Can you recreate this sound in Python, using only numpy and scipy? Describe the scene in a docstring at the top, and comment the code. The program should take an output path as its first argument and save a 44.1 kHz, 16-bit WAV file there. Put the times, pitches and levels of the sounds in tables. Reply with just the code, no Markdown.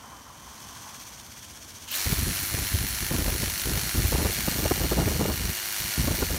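"""A cordless hammer drill bores into a stone wall outdoors, close to the microphone.
First the bit turns slowly, scraping and squeaking, while the ratchet teeth ride over each other.
Then the trigger goes down: the bit skids, the ratchet hammers about a hundred times a second,
and the motor and gears whine. Gusts of air buffet the microphone, over a low outdoor rumble."""
import sys
import numpy as np
from scipy import signal
from scipy.fft import rfft, irfft, next_fast_len
from scipy.io import wavfile
from scipy.ndimage import uniform_filter1d, map_coordinates

SR = 44100
rng = np.random.default_rng(int(sys.argv[2]) if len(sys.argv) > 2 else 0)


def transcribe(u):
    """Save the signal u as a 16-bit wav file named by the first command-line argument.

    u: samples, shape (n,) or (channels, n), limited to [-1, 1]; the rate is SR.
    q: integer samples, one column per channel.
    """
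    v = np.clip(np.atleast_2d(u).T, -1, 1)
    q = np.round(v * 32767).astype(np.int16)
    wavfile.write(sys.argv[1], SR, q)


N = 281358
TIME = np.arange(N) / SR

# Motor speed. Each row: time in seconds, turns per second.
SLOW_SPEED = [(0, 42), (0.6, 45), (0.86, 56.5), (1.55, 55.5), (1.8, 50)]  # trigger half pressed
FULL_SPEED = [(2.0, 344), (2.07, 354.3), (2.2, 345.4), (2.92, 345.9), (3.2, 348.7), (3.66, 349.1),
              (4.3, 347.1), (4.37, 350.5), (4.7, 352), (4.92, 355.9), (6.38, 354.6)]  # sags as the bit bites, recovers as the push eases

# The slow start. Each row: time in seconds, scrape level in dB, gear whirr level in dB.
SLOW_LEVELS = [(0.0, -53.5, -48), (0.32, -54, -51.5), (0.52, -50, -52.5), (0.88, -48.5, -49.5),
               (1.35, -52, -62), (1.84, -51.5, -61)]
# Faint singing as the drill starts. Each row: pitch in Hz, level in dB.
SLOW_TONES = [(3000, -65), (3100, -63.5), (3205, -79.5), (5860, -65)]
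# How loud the bit is on the stone. Each row: time in seconds, level in dB.
SQUEAKS = [(1.02, -60), (1.085, -57)]
SKID_LEVELS = [(1.872, -56), (1.88, -41), (1.905, -38.5), (1.92, -35), (1.945, -36), (1.99, -60),
               (2.02, -100)]
HAMMER_LEVELS = [(1.92, -31), (2.0, -29.5), (2.08, -31.5), (2.8, -33), (3.9, -32), (4.55, -31),
                 (5.28, -34.5), (5.93, -31), (6.38, -33.5)]
# Motor and gear tones. Each row: pitch as a multiple of the motor speed, level in dB.
GEAR_TONES = [(1, -57), (4, -55), (10, -56), (12.37, -52), (12.66, -52.5), (16, -52)]
# The fast motor. Each row: time in seconds, then whine, a tone just above it and gear hum, all in dB.
WHINE_LEVELS = [(2.0, -43, -64, -51), (2.3, -40.5, -58, -56), (4.28, -43.5, -57, -50.5),
                (4.4, -51.5, -56, -47.5), (5.2, -54.5, -52.5, -49), (5.8, -48, -62, -49.5),
                (6.38, -47.5, -66, -51)]
# Gusts on the microphone. 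Each row: start in seconds, length in seconds, rumble in dB, flutter in dB.
GUSTS = [(2.05, 0.078, -28.5, -39), (2.178, 0.14, -27.5, -47), (2.5, 0.1424, -32, -44),
         (2.713, 0.13, -26, -44), (3.0, 0.05, -30.5, -56), (3.103, 0.24, -28, -37),
         (3.37, 0.1148, -31, -45), (3.651, .13, -30, -41), (3.825, .03, -29, -38),
         (3.943, 0.13, -24, -39.5), (4.104, .2, -27.5, -33), (4.353, 0.25, -32, -38),
         (4.613, .15, -30.5, -35), (4.798, 0.1455, -28.5, -34), (4.905, 0.442, -26, -31),
         (5.37, 0.13, -30, -46), (5.793, 0.0833, -38.5, -62), (5.973, .08, -25, -41),
         (6.055, .085, -24, -30), (6.179, 0.18, -30, -38.5)]
# The hardest hits of air. Each row: time in seconds, thump in dB, flutter in dB.
BUFFETS = [(2.125, -13, -33.5), (2.544, -19, -34), (2.754, -18.5, -36), (3.115, -25, -29.5),
           (3.139, -18, -40), (3.281, -17, -26), (3.431, -22, -28.5), (3.67, -21, -47), (4.054, -15, -33),
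           (4.125, -25, -24.5), (4.155, -17, -24), (4.256, -35, -21), (4.482, -18, -20),
           (4.658, -13, -19.5), (4.714, -16, -17), (4.917, -26, -19.5), (4.988, -21, -20), (5.21, -28, -23),
           (5.254, -27, -22.5), (6.08, -18, -21.5), (6.226, -16, -19)]

# The colour of each noise, from bass to treble. Each row: frequency in Hz, relative strength in dB.
SCRAPE_COLOUR = [(300, -16), (700, -11), (1600, -2), (2700, -6), (4800, -8), (7500, -10.5), (10800, -8),
                 (15500, -11)]
WHIRR_COLOUR = [(300, -24.5), (700, -5), (890, 1.5), (1040, 6), (1300, -3), (2000, -10.5), (4000, -45)]
OUTDOOR_COLOUR = [(20, -41), (40, -12), (65, 2.5), (110, -1.5), (170, -7), (240, -4), (400, -13.5),
                  (1000, -11), (4000, -37), (15000, -42)]
SKID_COLOUR = [(500, -29), (1500, -9), (2300, -8), (2950, 3), (3700, -4), (4800, -6), (6300, -5),
               (8000, -10.5), (15000, -16)]
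STONE_COLOUR = [(100, -27.5), (350, -5), (700, -4), (1000, 6), (1450, -1.5), (2300, 2), (3600, 2),
                (5000, -1.5), (7700, -4), (10600, -4), (13500, -1.5), (15800, -0.5)]
DUST_COLOUR = [(100, -14.5), (350, -12), (700, 3), (1000, -4.5), (1450, 3), (2300, -2), (3600, -1),
               (5000, -2.5), (7700, -2.5), (10600, -1), (13500, 0.5), (15800, -9)]
RUMBLE_COLOUR = [(15, -45), (28, -19), (40, -4.5), (55, 2), (85, -2), (130, -6), (220, -11), (400, -22.5),
                 (900, -62), (2000, -80)]
FLUTTER_COLOUR = [(60, -42), (160, -4), (300, 2), (500, -3), (800, -8.5), (1400, -16), (3000, -70),
                  (8000, -70)]

# Modes: the pitches at which a part rings. Each row: pitch in Hz, width in Hz, relative strength in dB.
SCRAPE_MODES = [(1530, 130, 5.5), (2352, 470, 4), (3270, 430, 8), (4380, 303, 4), (6100, 980, 15.5),
                (8620, 455, 5.5), (9600, 350, 3.5), (12070, 550, 6)]  # drill body and bit, slowly scraping
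BIT_MODES = [(14230, 350, -0.5), (14900, 600, -7)]  # along the steel bit
BODY_MODES = [(1815, 550, 5), (2300, 422, 4.5), (3040, 210, 3.5), (4205, 470, 7), (5880, 950, 9),
              (6940, 410, 4), (8380, 710, 5.5), (9800, 490, 6), (11240, 380, 3.5), (12485, 870, 5)]  # drill body and bit under the blows
CASE_MODES = [(1533, 340, -2.5), (1760, 280, 0.5), (2220, 414, -3), (3160, 380, -7.5), (4330, 282, -1.5)]  # gear case struck by the ratchet

BLOWS_PER_TURN = .291  # ratchet teeth that pass in one turn of the motor
TRIGGER_S, RUN_UP_S = 1.87, .051  # the trigger goes down; how quickly the motor speeds up
HUM_MULTIPLE, MESH_MULTIPLE, WHINE_MULTIPLE = 8, 12.37, 29  # pitches, as multiples of the motor speed


def amp(db):
    """Turn decibels into a gain to multiply by."""
    return 10 ** (np.asarray(db) / 20)


def unit(x):
    """Scale a signal to an average strength (rms) of 1."""
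    return x / np.sqrt(np.mean(x ** 2) + 1e-20)


def curves(rows):
    """Join a table's rows with straight lines: one curve for each column after the time."""
    times, *columns = np.transpose(rows)
    return [np.interp(TIME, times, column) for column in columns]


def after(start, rise):
    """Fade from 0 to 1, beginning at start and taking rise seconds."""
    return np.clip((TIME - start) / rise, 0, 1)


def wobble(rate):
    """A smooth curve through rate random values a second."""
    return map_coordinates(rng.standard_normal(int(N * rate / SR) + 4), [TIME * rate])


def filtered(x, response):
    """Multiply each frequency in x by response(hz)."""
    size = next_fast_len(N + SR // 4)
    return irfft(rfft(x, size) * response(np.fft.rfftfreq(size, 1 / SR)), size)[:N]


def colour(points, hz):
    """Read the gain at each frequency from a colour table."""
    points_hz, db = np.transpose(points)
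    return amp(np.interp(np.log(hz + 1), np.log(points_hz), db))


def resonance(hz, centre, width):
    """How one mode answers each frequency: 1 at its centre, less on both sides."""
    return 1j * hz * width / (centre ** 2 - hz ** 2 + 1j * hz * width)


def noise(points):
    """Steady noise of the given colour, at strength 1."""
    return unit(filtered(rng.standard_normal(N), lambda hz: colour(points, hz)))


def contact_noise(force, points, modes):
    """Coloured noise that follows a force and is boosted at the modes, at strength 1."""
    def response(hz):
        boosts = [1 + (amp(db) - 1) * resonance(hz, centre, width) for centre, width, db in modes]
        return colour(points, hz) * np.prod(boosts, axis=0)
    return unit(filtered(force * rng.standard_normal(N), response))


def ringing(x, modes):
    """The ring of a part shaken by x, at strength 1."""
    def response(hz):
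        return sum((-1) ** k * amp(db) * resonance(hz, centre, width)
                   for k, (centre, width, db) in enumerate(modes))
    return unit(filtered(x, response))


def swells(times, sizes, width):
    """A loudness curve with a bell-shaped rise and fall at each time."""
    power = np.zeros(N)
    for s, size in zip(times, sizes):
        near = slice(max(int((s - 4 * width) * SR), 0), int((s + 4 * width) * SR))
        power[near] += size ** 2 * np.exp(-((TIME[near] - s) / width) ** 2)
    return np.sqrt(power)


def motor_speed():
    """Turns per second: a crawl, then a quick climb to full speed, which wavers under the load."""
    slow, = curves(SLOW_SPEED)
    full, = curves(FULL_SPEED)
    run_up = 1 - np.exp(-(np.maximum(TIME - TRIGGER_S, 0) / RUN_UP_S) ** 1.5)
    return slow + (full + .3 * wobble(14) - slow) * run_up


def tooth_swells(turns, one_tooth_at_s=1.014, width=0.27):
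    """One swell for each passing ratchet tooth; width is a share of the tooth spacing."""
    teeth = (turns - np.interp(one_tooth_at_s, TIME, turns)) * BLOWS_PER_TURN
    return np.exp(-.5 * ((teeth - np.round(teeth)) / width) ** 2)


def slow_scrape(turns):
    """The slow bit's gritty scrape swells with every ratchet tooth, over a soft whirr of gears."""
    scrape_db, whirr_db = curves(SLOW_LEVELS)
    grit = amp(1.25 * wobble(700) + 0.83 * np.sin(2 * np.pi * turns))
    catching = after(0.51, 0.25)  # the teeth begin to catch as the drill is pressed on
    teeth = amp(-46 + 1.6 * wobble(11)) * tooth_swells(turns) * catching
    pressure = np.hypot(amp(scrape_db + 2.5), teeth)
    whirr = amp(whirr_db + 1.5 * wobble(38)) * noise(WHIRR_COLOUR)
    singing = sum(amp(db + 2 * wobble(8.9)) * np.sin(2 * np.pi * hz * TIME + 0.61 * wobble(24))
                  for hz, db in SLOW_TONES)
    scrape = pressure * contact_noise(grit, SCRAPE_COLOUR, SCRAPE_MODES)
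    return (scrape + whirr + singing * (1 - after(.4, .9))) * (1 - after(1.92, .06))


def outdoors():
    """A quiet, steady rumble in the background."""
    return amp(-51) * noise(OUTDOOR_COLOUR)


def squeaks():
    """The slowly turning tip sets the bit ringing for a moment."""
    times, db = np.transpose(SQUEAKS)
    return swells(times, amp(db), width=.012) * ringing(rng.standard_normal(N), BIT_MODES)


def skid():
    """The bit rasps on the stone as it gathers speed."""
    skid_db, = curves(SKID_LEVELS)
    roughness = unit(amp(1.8 * wobble(400)))
    return amp(skid_db) * roughness * noise(SKID_COLOUR) * after(1.8, 0.011)


def bursts(kicks, attack_s, decay_s):
    """A loudness curve that jumps up and dies away after each kick, at strength 1."""
    t = TIME[:SR // 20]
    burst = (1 - np.exp(-t / attack_s)) * np.exp(-t / decay_s)
    return unit(signal.fftconvolve(kicks, burst)[:N])


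def hammer(turns, jitter_s=.00028, bounce_depth=0.29):
    """Ratchet blows knock the gear case, crush stone and ring the bit; in between, the bit grinds dust."""
    hammer_db, = curves(HAMMER_LEVELS)
    hammer_db = hammer_db + 0.31 * wobble(11)
    # the bit rings louder until dust in the hole damps it
    clean_hole = np.exp(-np.maximum(TIME - TRIGGER_S, 0) / 0.16)
    ring_db = hammer_db - 9 + 4.5 * clean_hole + 1.2 * wobble(9.9)
    teeth = turns * BLOWS_PER_TURN
    times = np.interp(np.arange(1, int(teeth[-1])), teeth, TIME)
    late, size = rng.standard_normal((len(times), 2)).T
    blow_samples = np.clip((times + jitter_s * late) * SR, 0, N - 1).astype(int)
    ticks = np.bincount(blow_samples, minlength=N)
    # the ratchet strikes evenly, but the stone gives way unevenly and the drill bounces every second blow
    bounce = 1 + bounce_depth * after(2.2, 0.66) * (1 + 0.49 * wobble(3.937)) * np.cos(np.pi * teeth)
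    kicks = bounce * np.bincount(blow_samples, amp(2.7 * np.tanh(size)), N)
    crush = contact_noise(bursts(kicks, attack_s=0.00038, decay_s=0.0035), STONE_COLOUR, BODY_MODES)
    grind = contact_noise(amp(1.16 * wobble(800) + 0.73 * wobble(60)), DUST_COLOUR, BODY_MODES)
    knock = ringing(ticks * bounce, CASE_MODES)
    blows = (amp(-5.5) * crush + amp(-12) * knock) * after(1.915, .025)
    rattle = blows + amp(-1.66) * grind * after(1.895, 0.0537)
    # the bit rings hard only when its tip lands squarely
    squareness = np.tanh(1.5 * wobble(65))
    landing = bursts(kicks, attack_s=.0008, decay_s=0.0068) * amp(3.6 * squareness)
    ring = ringing(landing * rng.standard_normal(N), BIT_MODES)
    return amp(hammer_db) * rattle + amp(ring_db) * ring * after(1.903, .012)


def motor(turns, speed):
    """Gear tones and the motor's thin whine follow the turning shaft, trembling a little."""
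    angle = 2 * np.pi * turns + .006 * wobble(90)
    gears = sum(amp(db + 2.2 * wobble(22)) * np.sin(multiple * angle + 0.35 * wobble(40))
                for multiple, db in GEAR_TONES)
    # speeding up presses the gear teeth together: a short rising chirp
    load = np.maximum(np.gradient(speed), 0)
    gears += amp(-33.7) * load / load.max() * np.sin(MESH_MULTIPLE * angle) * after(1.91, .012)
    whine_db, upper_db, hum_db = curves(WHINE_LEVELS)
    hum = amp(hum_db + 1.5 * wobble(20)) * np.sin(HUM_MULTIPLE * angle + .2 * wobble(40))
    whine = amp(whine_db + wobble(30)) * np.sin(WHINE_MULTIPLE * angle)
    upper_tone = amp(upper_db) * np.sin((WHINE_MULTIPLE + 1) * angle)
    fast_tones = (hum + whine + upper_tone) * after(1.97, .06)
    return np.sqrt(2) * (gears * (speed / speed.max()) ** 2 + fast_tones)


def gusts(attack_s=0.0071, release_s=0.019):
    """Loudness of rumble and flutter: each gust rises fast, holds and dies away, over a light draught."""
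    draught = amp(-40.5 + 4.4 * np.tanh(wobble(25.08))) * (1 - after(5.44, .14))
    rumble, flutter = draught, np.zeros(N)
    for start, length, rumble_db, flutter_db in GUSTS:
        shape = after(start, attack_s) * np.exp(-np.clip(TIME - start - length, 0, 1) / release_s)
        rumble = np.maximum(rumble, amp(rumble_db) * shape)
        flutter = np.maximum(flutter, amp(flutter_db) * shape)
    return rumble, flutter


def thumps(times, sizes, width):
    """Each hard swirl of air is one smooth push or pull, with a smaller opposite swing on both sides."""
    pressure = np.zeros(N)
    for s, size, (stretch, sign) in zip(times, sizes, rng.standard_normal((len(times), 2))):
        near = slice(int((s - .04) * SR), int((s + .04) * SR))
        offset = (TIME[near] - s) / (width * np.exp(0.35 * stretch))
        pressure[near] += size * np.sign(sign) * (1 - offset ** 2) * np.exp(-offset ** 2 / 2)
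    return pressure


def air(ceiling=0.2):
    """Once the motor runs fast, swirls of air hit the microphone; harder ones also flutter higher up."""
    rumble, flutter = gusts()
    times, thump_db, flutter_db = np.transpose(BUFFETS)
    swirls = np.tanh(1.74 * wobble(70))
    # the rumble keeps a fairly even strength from swirl to swirl
    bass = noise(RUMBLE_COLOUR)
    bass = unit(bass / np.sqrt(np.abs(uniform_filter1d(bass ** 2, size=2205)) + 0.06))
    low = rumble * unit(amp(4.6 * swirls)) * bass + thumps(times + 0.0031, amp(thump_db), width=0.0025)
    sputter = unit(amp(7.6 * swirls + 2.8 * np.tanh(wobble(200))))
    puffs = swells(times + 0.0019, amp(flutter_db), width=0.0039)
    high = np.hypot(flutter * sputter, puffs) * noise(FLUTTER_COLOUR)
    # the strongest gusts are rounded off
    return ceiling * np.tanh((low + high) / ceiling) * after(2.055, 0.01)


def scene():
    """One motor shaft paces the scrape, blows and whine; air and outdoor rumble join them."""
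    speed = motor_speed()
    turns = np.cumsum(speed) / SR
    drill = slow_scrape(turns) + squeaks() + skid() + hammer(turns) + motor(turns, speed)
    return (drill + air() + outdoors())[None]


def record(dry):
    """The microphone weakens the deepest bass and cuts off the highest treble."""
    bass_cut_hz, top_hz = 35, 15780
    return filtered(dry[0], lambda hz: (hz < top_hz) * hz ** 3 / np.hypot(hz ** 3, bass_cut_hz ** 3))[None]


dry = scene()
out = record(dry)
transcribe(out)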